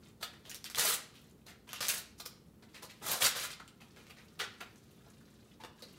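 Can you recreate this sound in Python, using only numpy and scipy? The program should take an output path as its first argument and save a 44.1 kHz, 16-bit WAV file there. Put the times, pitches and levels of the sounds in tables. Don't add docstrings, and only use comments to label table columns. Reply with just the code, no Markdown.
import sys
import numpy as np
from scipy import signal
from scipy.fft import rfft, irfft
from scipy.io import wavfile

SR = 44100
rng = np.random.default_rng(int(sys.argv[2]) if len(sys.argv) > 2 else 0)


def master(y):
    cut = np.clip(np.atleast_2d(y).T, -1, 1)
    pcm = np.round(cut * 32767)
    wavfile.write(sys.argv[1], SR, pcm.astype(np.int16))


N = 263718
TIME = np.arange(N) / SR
FREQS = np.arange(N // 2 + 1) * SR / N + 1e-3

# [f/Hz, relative level/dB]
RUMBLE_SPECTRUM = [(20, -16), (45, -7), (70, -2), (130, 1), (220, 0), (300, -5), (420, -6), (650, -18),
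                   (1200, -23), (2000, -30), (5000, -35), (10000, -33), (15500, -34)]
RUMBLE_DB, RUMBLE_SWAY_DB = -61, .5
# [f/Hz, rms level/dB]
HUM_PARTIALS = [(59.2, -76), (220.7, -70.5)]

# [f/Hz, relative level/dB]
PAPER_SPECTRUM = [(60, -32), (120, -1.5), (300, -6), (400, 1.5), (550, 1), (900, 0), (1400, 3), (2700, 4.5),
                  (4100, 5.5), (5500, 1), (8000, -1.5), (10500, -1.5), (13000, -1), (15500, -7.5)]
# [start t/s, end t/s, level/dB]
GRIP_SHIFTS = [(0.034, 0.087, -69), (0.365, 0.697, -76), (1.186, 1.3, -71), (2.705, 3.014, -71.5),
               (3.85, 5.535, -73), (5.782, 5.98, -68)]
GRIP_FADE_S, HOLDING_DB = 0.046, -82.5

# [t/s, level/dB, body re crinkle level/dB, fold f/Hz, length/s]
CRUMPLE_EVENTS = [(0.204, -58.5, 1, 4200, 0.06), (0.223, -36.5, -13, 3250, 0.016),
                  (0.327, -56.5, 2.5, 2200, 0.015), (0.446, -59, -2, 3400, 0.055),
                  (0.65, -46.5, -28, 2800, 0.026), (1.138, -61, -9.5, 2850, 0.06),
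                  (1.46, -56.5, -6.5, 3800, 0.028), (1.479, -58, -7, 2040, 0.054),
                  (1.671, -57.5, 2.5, 2400, 0.022), (2.178, -59, -8, 6000, 0.018),
                  (2.198, -37.5, -6, 4730, 0.0082), (2.253, -41.5, -9, 5500, 0.014),
                  (2.621, -58, -1.5, 1800, 0.021), (2.74, -51, -8, 2370, 0.041),
                  (2.819, -50.5, 0, 4500, 0.035), (2.892, -51, -16, 2270, 0.028),
                  (3.011, -54, 6, 1500, 0.031), (3.594, -49, 1, 1430, 0.015),
                  (3.802, -55.5, -5, 2440, 0.03), (3.956, -61.5, -2, 2400, 0.076),
                  (4.093, -52, -5.5, 2870, 0.021), (4.163, -60, -6, 1980, 0.066),
                  (4.389, -38, -9, 3480, .014), (4.397, -37, -8.5, 1690, 0.031),
                  (4.435, -42.5, -12, 1700, 0.01), (4.602, -43, -1.5, 2220, 0.021),
                  (5.057, -76.5, 16, 1700, 0.032), (5.597, -59, -2, 2200, 0.039),
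                  (5.796, -70, 5, 4200, 0.062)]
CRUMPLE_RISE_S, BUCKLE_FLUTTER_DB = 0.0071, 2.6
FOLD_DB, FOLD_WIDTH = 5, .35
SIZZLE_DB, SIZZLE_AT_HZ, SIZZLE_DB_PER_OCTAVE = -8, 2860, 8

# [t/s,
# level/dB, facet f/Hz]
SNAP_EVENTS = [(0.4964, -44, 7000), (0.5147, -44, 2800), (0.5456, -42, 5600), (0.6427, -40, 4700),
               (0.7, -44, 5200), (0.7478, -35, 3400), (0.7582, -40, 6200), (0.7717, -39, 2000),
               (0.7849, -30, 4500), (0.7955, -28, 5800), (1.6915, -48, 3100), (1.7315, -38, 2800),
               (1.7598, -45, 2700), (1.8109, -35, 5200), (1.8286, -38, 3800), (1.8685, -38, 5500),
               (1.8841, -29, 6500), (1.8913, -33, 2400), (3.678, -54, 2900), (4.0681, -56, 2100),
               (4.7588, -62, 6400), (5.823, -50, 4200)]
FACET_CYCLES, CRACK_S = 3.9, .0007
SETTLE_DB, SETTLE_S, SETTLE_BODY_DB = -7.5, 0.018, -15.5

# [t/s, attack/s, hold/s, level/dB, sag over the hold/dB, body re crinkle level/dB,
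#         fibre sizzle re crinkle level/dB, stutter share of power/1]
PULLS = [(0.774, 0.0068, 0.044, -36.5, 1.5, -11.5, 0.5, 0.58),
         (0.822, 0.034, 0.084, -37, 2.5, -9, 4.5, 0.04), (1.701, 0.013, 0.091, -51, 4, -21, -15, 0.97),
         (1.801, 0.0027, .056, -44, -0.5, -11, -4, 1), (1.885, 0.0018, 0.1, -43, 8, -11.5, 6, 0),
         (3.016, 0.11, 0.13, -39, 27, -3.5, 2, 0.35), (3.203, 0.023, 0.042, -30.5, -0.5, -12.5, -0.5, 0.25),
         (3.346, 0.016, 0.052, -39.5, 8, -11.5, -5, 0.2), (3.404, .035, 0.0062, -43, -3, -13.5, -1.5, 0.45),
         (3.493, 0.014, 0.011, -46.5, -2, -18.5, -10, 0.65)]
RIP_RELEASE_S = .015
JERK_DB, JERK_S = 15, 0.013
FIBRES_PER_S, FIBRE_SPREAD_DB, FIBRE_HISS = 1000, 1.9, .17
STUTTERS_PER_S, STUTTER_SPREAD_DB = 280, 1.5

# [t/s, length/s, f/Hz, half-width as a share of f/1, level before the swell/dB]
BOX_EDGE_SOUNDS = [(5.596, .034, 915, .04, -50), (5.819, .025, 4250, .08, -50)]
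# [t/s, level/dB]
BOX_BUMPS = [(5.637, -57), (5.648, -57.5), (5.825, -62)]
# [f/Hz, bandwidth/Hz, relative level/dB]
BOX_MODES = [(268, 260, 8), (490, 58, 4), (970, 42, -15), (1610, 60, -23), (2720, 170, -8)]

# [f/Hz, T60/s]
REVERBERATION = [(200, .46), (1000, .48), (4000, .44), (8000, .35), (15000, .27)]
EARLY_S = .017
TOP_HZ = 15700


def undb(db):
    return 10 ** (np.asarray(db) / 20)


def unit(x):
    return x / np.sqrt(np.mean(x ** 2) + 1e-30)


def on_freqs(points):
    hz, value = np.transpose(points)
    return np.interp(np.log(FREQS), np.log(hz), value)


def colour(x, points):
    cepstrum = irfft(np.log(undb(on_freqs(points))), N)
    cepstrum[1:N // 2] *= 2
    cepstrum[N // 2 + 1:] = 0
    response = np.exp(rfft(cepstrum))
    return irfft(rfft(x) * response, N)


def band(x, lo_hz, hi_hz, order=2):
    cutoffs = [lo_hz, min(hi_hz, SR / 2 - 100)]
    return signal.sosfilt(signal.butter(order, cutoffs, "band", fs=SR, output="sos"), x)


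def ring(x, hz, width_hz):
    return signal.lfilter(*signal.iirpeak(hz, hz / width_hz, fs=SR), x)


def add(out, s, x):
    start = max(int(s * SR), 0)
    out[start:start + len(x)] += x[:N - start]


def wander(lo_hz, hi_hz):
    spectrum = rfft(rng.standard_normal(N))
    return unit(irfft(spectrum * (FREQS > lo_hz) / (1 + (FREQS / hi_hz) ** 4), N))


def room_tone():
    rumble = unit(colour(rng.standard_normal(N), RUMBLE_SPECTRUM))
    air = rumble * undb(RUMBLE_DB + RUMBLE_SWAY_DB * wander(1, 4.5))
    hum = np.zeros(N)
    for hz, db in HUM_PARTIALS:
        hum += np.sqrt(2) * undb(db) * np.sin(2 * np.pi * (hz * TIME + rng.random()))
    return air + hum


def fractures(per_s, spread_db):
    happens = rng.random(N) < per_s / SR
    size = undb(spread_db * np.minimum(rng.exponential(size=N), 3.5))
    return unit(happens * size * rng.choice([-1, 1], N))


def crackle(per_s, spread_db, hiss, patchy_db):
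    edges = np.geomspace(350, 20000, 8)
    out = np.zeros(N)
    for lo, hi in zip([60, *edges], edges):
        facets = fractures(per_s, spread_db) + hiss * rng.standard_normal(N)
        out += band(facets, lo, hi) * undb(patchy_db * wander(15, 55.5))
    return unit(out)


def sheet(force):
    sound = colour(force, PAPER_SPECTRUM)
    ranges = [(90, 1200), (1200, 7000), (7000, 20000)]
    return np.array([unit(band(sound, lo, hi, order=4)) for lo, hi in ranges])


def handling(body_db=-8, sizzle_db=-6, shift_db=0.5):
    body, crinkle, sizzle = sheet(crackle(per_s=150, spread_db=1, hiss=1.0, patchy_db=5.0))
    rub = undb(HOLDING_DB)
    for start, end, db in GRIP_SHIFTS:
        inside_s = np.minimum(TIME - start, end - TIME)
        rub = np.maximum(rub, undb(db) * np.clip(1 + inside_s / GRIP_FADE_S, 0, 1))
    rub = rub * undb(shift_db * wander(5.4, 28.0))
    return rub * (undb(body_db) * body + crinkle + undb(sizzle_db) * sizzle)


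def buckling():
    force = crackle(per_s=800, spread_db=1.0, hiss=0.26, patchy_db=1.0)
    return sheet(force * undb(BUCKLE_FLUTTER_DB * wander(55, 320)))


def shower(buckles, s, body_db, hz, length_s):
    t = TIME[:SR // 8]
    start = int(s * SR)
    body, crinkle, sizzle = buckles[:, start:start + len(t)]
    fold = unit(crinkle + undb(FOLD_DB) * ring(crinkle, hz, FOLD_WIDTH * hz))
    sizzle_db = SIZZLE_DB + SIZZLE_DB_PER_OCTAVE * np.log2(hz / SIZZLE_AT_HZ)
    swell = np.minimum(t / CRUMPLE_RISE_S, 1) * np.exp(-(t / length_s) ** 2)
    return swell * (undb(body_db) * body + fold + undb(sizzle_db) * sizzle)


def crumples():
    out, buckles = np.zeros(N), buckling()
    for s, db, body_db, hz, length_s in CRUMPLE_EVENTS:
        add(out, s, undb(db) * shower(buckles, s, body_db, hz, length_s))
    return out


def snaps(crack=0.74):
    out, t, buckles = np.zeros(N), TIME[:SR // 200], buckling()
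    for s, db, hz in SNAP_EVENTS:
        facet = np.sin(2 * np.pi * hz * t) * np.exp(-t * hz / FACET_CYCLES)
        noise = band(rng.standard_normal(len(t)), hz / 4, 2 * hz, order=1)
        split = noise * np.exp(-t / CRACK_S)
        snap = np.sqrt(1 - crack) * unit(facet) + np.sqrt(crack) * unit(split)
        add(out, s, unit(snap) * undb(db))
        add(out, s, undb(db + SETTLE_DB) * shower(buckles, s, SETTLE_BODY_DB, hz, SETTLE_S))
    return out


def rips(catch_db=-1.5):
    fibres = crackle(FIBRES_PER_S, FIBRE_SPREAD_DB, FIBRE_HISS, patchy_db=3.0)
    fine = sheet(fibres * undb(catch_db * wander(27, 140)))
    coarse = sheet(fractures(STUTTERS_PER_S, STUTTER_SPREAD_DB))
    out, t = np.zeros(N), TIME[:SR // 3]
    for s, attack_s, hold_s, db, sag_db, body_db, sizzle_db, stutter in PULLS:
        now = slice(int(s * SR), int(s * SR) + len(t))
        body, crinkle, sizzle = np.sqrt(1 - stutter) * fine[:, now] + np.sqrt(stutter) * coarse[:, now]
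        attack = np.minimum(t / attack_s, 1)
        hold = undb(db - sag_db * np.clip((t - attack_s) / hold_s, 0, 1))
        release = np.exp(-np.maximum(t - attack_s - hold_s, 0) / RIP_RELEASE_S)
        jerked_body = undb(body_db + JERK_DB * np.exp(-t / JERK_S)) * body
        add(out, s, attack * hold * release * (jerked_body + crinkle + undb(sizzle_db) * sizzle))
    return out


def box(contact_s=0.0026):
    out, t = np.zeros(N), TIME[:SR // 8]
    for s, length_s, hz, spread, db in BOX_EDGE_SOUNDS:
        noise = band(rng.standard_normal(len(t)), hz * (1 - spread), hz * (1 + spread))
        swell = np.sin(np.pi * np.minimum(t / length_s, 1))
        add(out, s, undb(db) * swell * unit(noise))
    for s, db in BOX_BUMPS:
        push = rng.standard_normal(len(t)) * np.exp(-t / contact_s)
        body = sum(undb(mode_db) * ring(push, hz, width) for hz, width, mode_db in BOX_MODES)
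        add(out, s, unit(body) * undb(db))
    return out


def echoes(early_db=-1, tail_db=-3, gap_s=0.001, damp_hz=8000, size=256):
    t = TIME[:int(SR * .6)]
    early = rng.standard_normal(len(t)) * np.exp(-t / EARLY_S)
    hz, s, frames = signal.stft(rng.standard_normal(len(t)), SR, nperseg=size)
    t60 = np.interp(hz, *np.transpose(REVERBERATION))
    decay = np.exp(-np.log(1000) * s / t60[:, None])
    tail = signal.istft(frames * decay, SR)[1][:len(t)]
    tail = band(unit(tail), 55, damp_hz, order=1)
    arrived = np.clip(t / gap_s - 1, 0, 1)
    return arrived * (undb(early_db) * unit(early) + undb(tail_db) * tail) / np.sqrt(len(t))


def room(dry, level_db=-2, count=3):
    spots = np.array([wander(2, 21.5) for _ in range(count)])
    spots /= np.sqrt(np.sum(spots ** 2, axis=0))
    reflected = sum(signal.fftconvolve(dry * share, echoes())[:N] for share in spots)
    return undb(level_db) * (dry + reflected)


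def scene():
    sources = handling() + crumples() + snaps() + rips() + box()
    return (room_tone() + room(sources))[None]


def record(dry, low_cut_hz=45):
    thinned = signal.sosfilt(signal.butter(2, low_cut_hz, "high", fs=SR, output="sos"), dry)
    return signal.sosfilt(signal.ellip(10, .2, 80, TOP_HZ, fs=SR, output="sos"), thinned)


dry = scene()
out = record(dry)
master(out)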